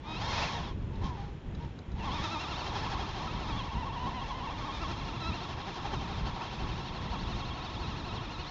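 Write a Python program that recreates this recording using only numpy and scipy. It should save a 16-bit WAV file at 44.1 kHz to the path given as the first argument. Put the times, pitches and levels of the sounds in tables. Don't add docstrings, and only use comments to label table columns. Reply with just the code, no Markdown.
import sys
import numpy as np
from scipy import signal
from scipy.fft import rfft, irfft
from scipy.io import wavfile
from scipy.ndimage import uniform_filter1d

SR = 44100
rng = np.random.default_rng(int(sys.argv[2]) if len(sys.argv) > 2 else 0)


def digitize_waveform(pressure):
    field = np.atleast_2d(pressure).T
    bounded = np.clip(field, -1, 1)
    quanta = np.round(bounded * 32767).astype(np.int16)
    wavfile.write(sys.argv[1], SR, quanta)


def gain_from_db(level_db):
    decades = np.asarray(level_db, float) / 20
    return 10 ** decades


N = 374850
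T = np.arange(N) / SR
HZ = np.maximum(np.arange(N // 2 + 1) * SR / N, 1)

# (time [s], whine [Hz], effort [dB])
REV = [
    (0, 1110, -64),
    (0.089, 1260, -45),
    (.16, 1275, -42),
    (.22, 1638, -42.5),
    (0.319, 2250, -36),
    (.44, 2515, -34.5),
    (.52, 2250, -39),
    (0.612, 1436, -40.5),
    (.715, 1050, -49),
    (.78, 890, -73),
]
# (time [s], lugs slipped [count], mean whine [Hz], speed swing [share of mean], effort [dB])
PULL = [(1.935, -0.52, 700, 0.022, -62.5), (1.99, 0, 898.8, 0.065, -47.5), (2.06, 1, 1118, 0.0706, -40),
        (2.42, 5, 1277, 0.0923, -40.5), (2.839, 10, 1447, .2, -40.5), (3.42, 17, 1254, 0.174, -42.5),
        (3.581, 19, 1090, 0.059, -41.5), (3.729, 21, 989, 0.1274, -45), (4.225, 28, 999.4, 0.1255, -44.5),
        (4.447, 31, 1037, .1, -45), (4.818, 36, 1243, 0.1094, -42.5), (5.155, 40, 1262, 0.14044, -43.5),
        (5.345, 43, 1319, 0.07, -42.5), (5.596, 46, 1361, 0.2004, -43), (6.279, 54, 1359, .18, -43.5),
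        (6.861, 61, 1327, 0.137, -43.5), (7.389, 67, 1318, .14, -43.5), (8.49, 80, 1316, 0.11, -45.5)]
COAST_DB = -71


def unit(x):
    return x / np.sqrt(np.mean(x ** 2))


def tint(x, gain):
    return irfft(rfft(x) * gain, N)


def slope(table):
    hz, db = np.transpose(table)
    return gain_from_db(np.interp(np.log(HZ), np.log(hz), db))


def resonance(hz, width_hz):
    return 1 / (1 + (2 * (HZ - hz) / width_hz) ** 2)


def walk(rate):
    rate = np.clip(rate, .2, 200)
    steps = np.interp(T * rate, np.arange(2000), rng.standard_normal(2000))
    return unit(uniform_filter1d(steps, int(SR / rate)))


def bumps(rows, width):
    return sum(high * np.exp(-((T - s) / width) ** 2) for s, high in rows)


def wind():
    # (frequency [Hz], level [dB per Hz])
    wind_colour = [(12, -36.5), (22, -3), (60, 1), (140, -3), (200, -6.5), (260, -11), (330, -12.5),
                   (450, -16.5), (620, -24), (900, -27.5), (3260, -35), (4490, -48.5), (7170, -49.5)]
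    # (time [s], level over the mean [dB])
    puffs = [(.04, -6), (.23, 4), (1.04, 6.5), (1.23, 1.5), (1.42, -10.5), (1.72, -5), (1.84, -8),
             (1.94, -1.5), (2.1, 4), (2.2, 7), (2.51, 3), (3.52, 4), (3.71, -4.5), (3.77, 6), (4.06, 6),
             (4.92, 2), (5.3, 7.5), (5.56, 3), (5.75, -5), (5.96, 6.5), (6.1, 0), (6.27, 7.5), (6.39, -3.5),
             (6.63, 2), (7.05, 3), (7.36, 4), (7.43, -2.5), (7.87, 1.5), (8.17, 1.5), (8.4, 6)]
    mean_db, surf_db = -39.5, -41
    gust_s, gust_wander_db, flutter_db = 0.034, 2.06, 0.71
    noise = rfft(unit(tint(rng.standard_normal(N), slope(wind_colour))))
    gust_db = mean_db + bumps(puffs, gust_s) + gust_wander_db * walk(6)
    out = 0
    for centre in 25 * 2. ** np.arange(6):
        octaves_away = np.log2(np.clip(HZ, 25, 800) / centre)
        share = np.cos(np.pi / 2 * np.clip(octaves_away, -1, 1)) ** 2
        near = 1 / (1 + (centre / 400) ** 2)
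        band_db = near * (gust_db + flutter_db * walk(15)) + (1 - near) * surf_db
        out = out + irfft(noise * share, N) * gain_from_db(band_db)
    return out


def suspension_ticks():
    # (time [s], peak [dB], length [ms])
    ticks = [
        (0.957, -55, 3.2),
        (1.0425, -46.5, 2.6),
        (1.067, -55, 5.6),
        (1.5489, -52.5, 5),
        (1.789, -48.5, 3.2),
        (1.918, -57, 5.9),
    ]
    # (frequency [Hz], width [Hz], level [dB])
    tick_rings = [(1400, 300, 14), (3900, 340, 13), (4900, 500, 5.5), (6400, 680, 2)]
    noise = rng.standard_normal(N)
    bursts = np.zeros(N)
    for s, db, ms in ticks:
        bursts += gain_from_db(db + 5.0) * noise * (T > s) * np.exp(-np.abs(T - s) * 1000 / ms)
    return tint(bursts, sum(gain_from_db(db) * resonance(hz, width_hz) for hz, width_hz, db in tick_rings))


def wind_slaps():
    # (time [s], peak [dB], rate [Hz])
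    slaps = [
        (1.912, -34, 75),
        (1.927, -31, 80),
        (1.943, -23, 70),
        (.714, -32, 130),
    ]
    out = np.zeros(N)
    for s, db, hz in slaps:
        cycle = (T - s) * hz
        suck = np.exp(-(cycle / 0.12) ** 2)
        rebound = 0.41 * np.exp(-((cycle - .5) / 0.27) ** 2)
        out += gain_from_db(db) * (rebound - suck)
    return out


def drive():
    # (time [s], whine [Hz], effort [dB], release [s])
    dabs = [
        (0.829, 891, -62.5, 0.0297),
        (.96, 889.8, -56, 0.04016),
        (1.06, 1090, -43, .06),
        (1.2, 792, -49.5, .07),
        (1.63, 965, -54.5, 0.029),
    ]
    # (time [s], swing lost [share])
    grips = [
        (3.796, .9),
        (4.024, 0.98),
        (4.164, 0.83),
        (4.383, 0.87),
        (4.754, .9),
        (5.25, 0.88),
    ]
    attack_s, grip_s = .035, 0.04564
    s, hz, db = np.transpose(REV + [(p[0], p[2], p[4]) for p in PULL])
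    mean = np.interp(T, s, hz)
    gain = gain_from_db(np.interp(T, s, db)) + gain_from_db(COAST_DB)
    for at, dab_hz, dab_db, release_s in dabs:
        rise, fall = np.exp(-((T - at) / attack_s) ** 2), np.exp(-np.abs(T - at) / release_s)
        shape = np.where(T < at, rise, fall)
        mean = mean + (dab_hz - mean) * np.sqrt(shape)
        gain = gain + gain_from_db(dab_db) * shape
    s, lug_count, _, swing_share, _ = np.transpose(PULL)
    lugs = np.interp(T, s, lug_count)
    slipping = np.clip(1 - bumps(grips, grip_s), 0, 1)
    swing = np.interp(T, s, swing_share) * (T > s[0]) * slipping
    return mean, lugs, swing, np.log10(gain) * 20


def speed(mean, lugs, swing):
    scatter, jitter = .18, .04
    chance = rng.standard_normal((200, 2)).T
    size, late = (np.interp(2 * lugs + 2, np.arange(200), c) for c in chance)
    wave = np.cos(2 * np.pi * (lugs + jitter * late))
    slip = swing * (wave - scatter * size * (1.3 - wave))
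    judder_hz, judder_s, judder_lasts_s, judder_share = 21, .432, .17, .085
    since = T - judder_s
    judder = judder_share * np.exp(-(since / judder_lasts_s) ** 4) * np.cos(2 * np.pi * judder_hz * since)
    return mean * (1 + slip + judder)


def drumming(mean, lugs, swing, effort_db):
    # (time [s], level over the effort [dB])
    bites = [(.22, 7.5), (.685, 5.5), (2.25, 2.5), (2.77, 4), (2.86, 2.5), (2.93, 2.5), (3.22, 4),
             (4.07, 5.5), (4.21, -1.5), (4.31, 2), (4.5, 3), (4.65, 3.5), (4.85, 2.5), (5.04, 1.5),
             (5.25, -0.5), (5.94, 4), (6.2, 2), (6.27, 6.5), (6.42, 2.5), (8.33, -0.5), (8.4, 4)]
    bite_s, slip_db, slip_lag = 0.013, 6, 0.28
    beat_db = slip_db * swing * np.cos(2 * np.pi * (lugs - slip_lag)) + bumps(bites, bite_s)
    drum_db = effort_db + beat_db + 0.74 * walk(22) + 0.48 * walk(45)
    brighter_db = 3 * np.tanh(np.log2(mean / 1300))
    hiss_db = effort_db + 0.78 * beat_db - 4.5 + brighter_db + 0.64 * walk(40)
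    hiss_db = np.log10(gain_from_db(hiss_db) + gain_from_db(COAST_DB - 7.5)) * 20
    return drum_db, hiss_db


def singing(mean, lugs, swing, effort_db):
    sing_db = (-1, 3, 7)
    loss_db, free_db = (8, 20, 34), (16, 12, -4)
    rev_db, roll_back_db = (-3, -4, -16), (-4, -16, -13)
    turned_db = (-1, 1, 3)
    break_db, wander_db = 1.5, .4
    start_db, let_go_s, let_go_db = -52, .61, -8
    rev_end = REV[-1][0]
    running_db = 0.71 * np.clip(effort_db - start_db, -11, 0)
    running_db = running_db + let_go_db * ((T > let_go_s) & (T < rev_end))
    free = swing * np.cos(2 * np.pi * lugs)
    turned = np.interp(T, (6.3, 7.1), (0, 1))
    revving = (T < rev_end) * np.clip(np.log2(mean / 1300), 0, 1)
    rolling = (T > rev_end) & (T < PULL[1][0])
    groups = []
    for g in range(3):
        db = sing_db[g] + running_db - loss_db[g] * swing + free_db[g] * free
        db = db + rev_db[g] * revving + roll_back_db[g] * rolling + turned_db[g] * turned
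        groups.append(db + wander_db * walk(4) + break_db * walk(35))
    return groups


def motor_tones(turn, sing_db):
    # (pushes per shaft turn [count], level [dB])
    orders = [(1, 9), (2, 3.5), (3, 2.5), (4, 12.5), (5, -4.5), (6, 3), (7, -2), (8, 7.5), (10, -2),
              (11, -5), (12, -6), (12, 6), (16, -0.5)]
    flicker_db = 1.6
    tones = 0
    for k, db in orders:
        group = (k > 6) + (k > 8)
        level_db = db - 23 + sing_db[group] + flicker_db * (walk(60) + walk(200))
        tones = tones + gain_from_db(level_db) * np.sin(k * turn + rng.uniform(0, 2 * np.pi))
    return tones


def gears_and_sand(turn, hz):
    grind = rng.standard_normal(N) * (1 + .3 * np.cos(turn)) * gain_from_db(0.071 * walk(25))
    sand = rng.standard_normal(N) * (rng.random(N) < .08)
    surge = (hz / uniform_filter1d(hz, SR // 6)) ** 0.99
    return surge * (grind + .6 * unit(sand) * gain_from_db(2.4 * walk(50)))


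def swell(sung, ground, db):
    tone, grit = irfft(sung, N), irfft(ground, N)
    quick_db = .8 * (db - uniform_filter1d(db, SR // 14))
    return (tone * gain_from_db(db + quick_db) + grit * gain_from_db(db - quick_db)) / np.std(tone + grit)


def truck():
    # (frequency [Hz], width [Hz], level over the colour [dB])
    body = [(754, 330, 2), (967, 157, 7.5), (1090, 42, 6.5), (1327, 60, 6), (1760, 160, 4), (2250, 660, 3),
            (2730, 55, 5.5), (3250, 250, 6.5), (3614, 840, 4.5), (5256, 420, 6)]
    # (frequency [Hz], level [dB])
    colour = [(200, -6.5), (450, -4), (650, -0.5), (900, 3), (1200, -4.5), (1550, -7.5), (2900, -15.5),
              (4200, -12.5), (4900, -18.5), (6200, -20.5), (7300, -30.5)]
    # (frequency [Hz], level [dB])
    mount = [(350, 6), (600, -3.5), (800, 3.5), (950, -6), (1200, 1.5), (1520, -10), (1700, -6.5),
             (1900, -1), (2330, -2.5), (2550, 8), (2850, 3.5), (3300, -3.2), (4000, 2), (4700, 0.5)]
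    split_hz, top_hz = 1550, 4300
    motion = drive()
    hz = speed(*motion[:3])
    drum_db, hiss_db = drumming(*motion)
    turn = 2 * np.pi * np.cumsum(hz * (1 + .009 * walk(180))) / (4 * SR)
    tones = motor_tones(turn, singing(*motion))
    noise = gears_and_sand(turn, hz)
    rings = 1 + sum((gain_from_db(db) - 1) * resonance(f, width_hz) for f, width_hz, db in body)
    sung = slope(colour) * rings ** 2 * slope(mount) * rfft(tones)
    ground = slope(colour) * rings * rfft(noise)
    low = 1 / (1 + (HZ / split_hz) ** 8)
    drum = swell(sung * low, ground * low, drum_db)
    hiss = swell(sung * (1 - low), ground * (1 - low), hiss_db)
    top = tint(hiss, 1 / (1 + (top_hz / HZ) ** 8))
    bright_db = 0.23 * (hiss_db + 51.0) + 0.69 * walk(12)
    return drum + hiss + top * (gain_from_db(bright_db) - 1)


def scene():
    return (wind() + suspension_ticks() + wind_slaps() + truck())[None]


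def band_limit(x):
    return signal.sosfilt(signal.butter(12, 9150, fs=SR, output="sos"), x)


def record(dry):
    edge_hz, camera_rate_hz, mirror_db = 7445, 16000, -17.5
    band = tint(dry[0], 1 / np.sqrt(1 + (HZ / 7350) ** 60) * (HZ < edge_hz))
    flipped = band * np.cos(2 * np.pi * camera_rate_hz * T)
    mirror = tint(flipped, np.exp(-((HZ - 8720) / 250) ** 4))
    mix = (band + gain_from_db(mirror_db) * mirror)[None]
    return band_limit(mix)


dry = scene()
out = record(dry)
digitize_waveform(out)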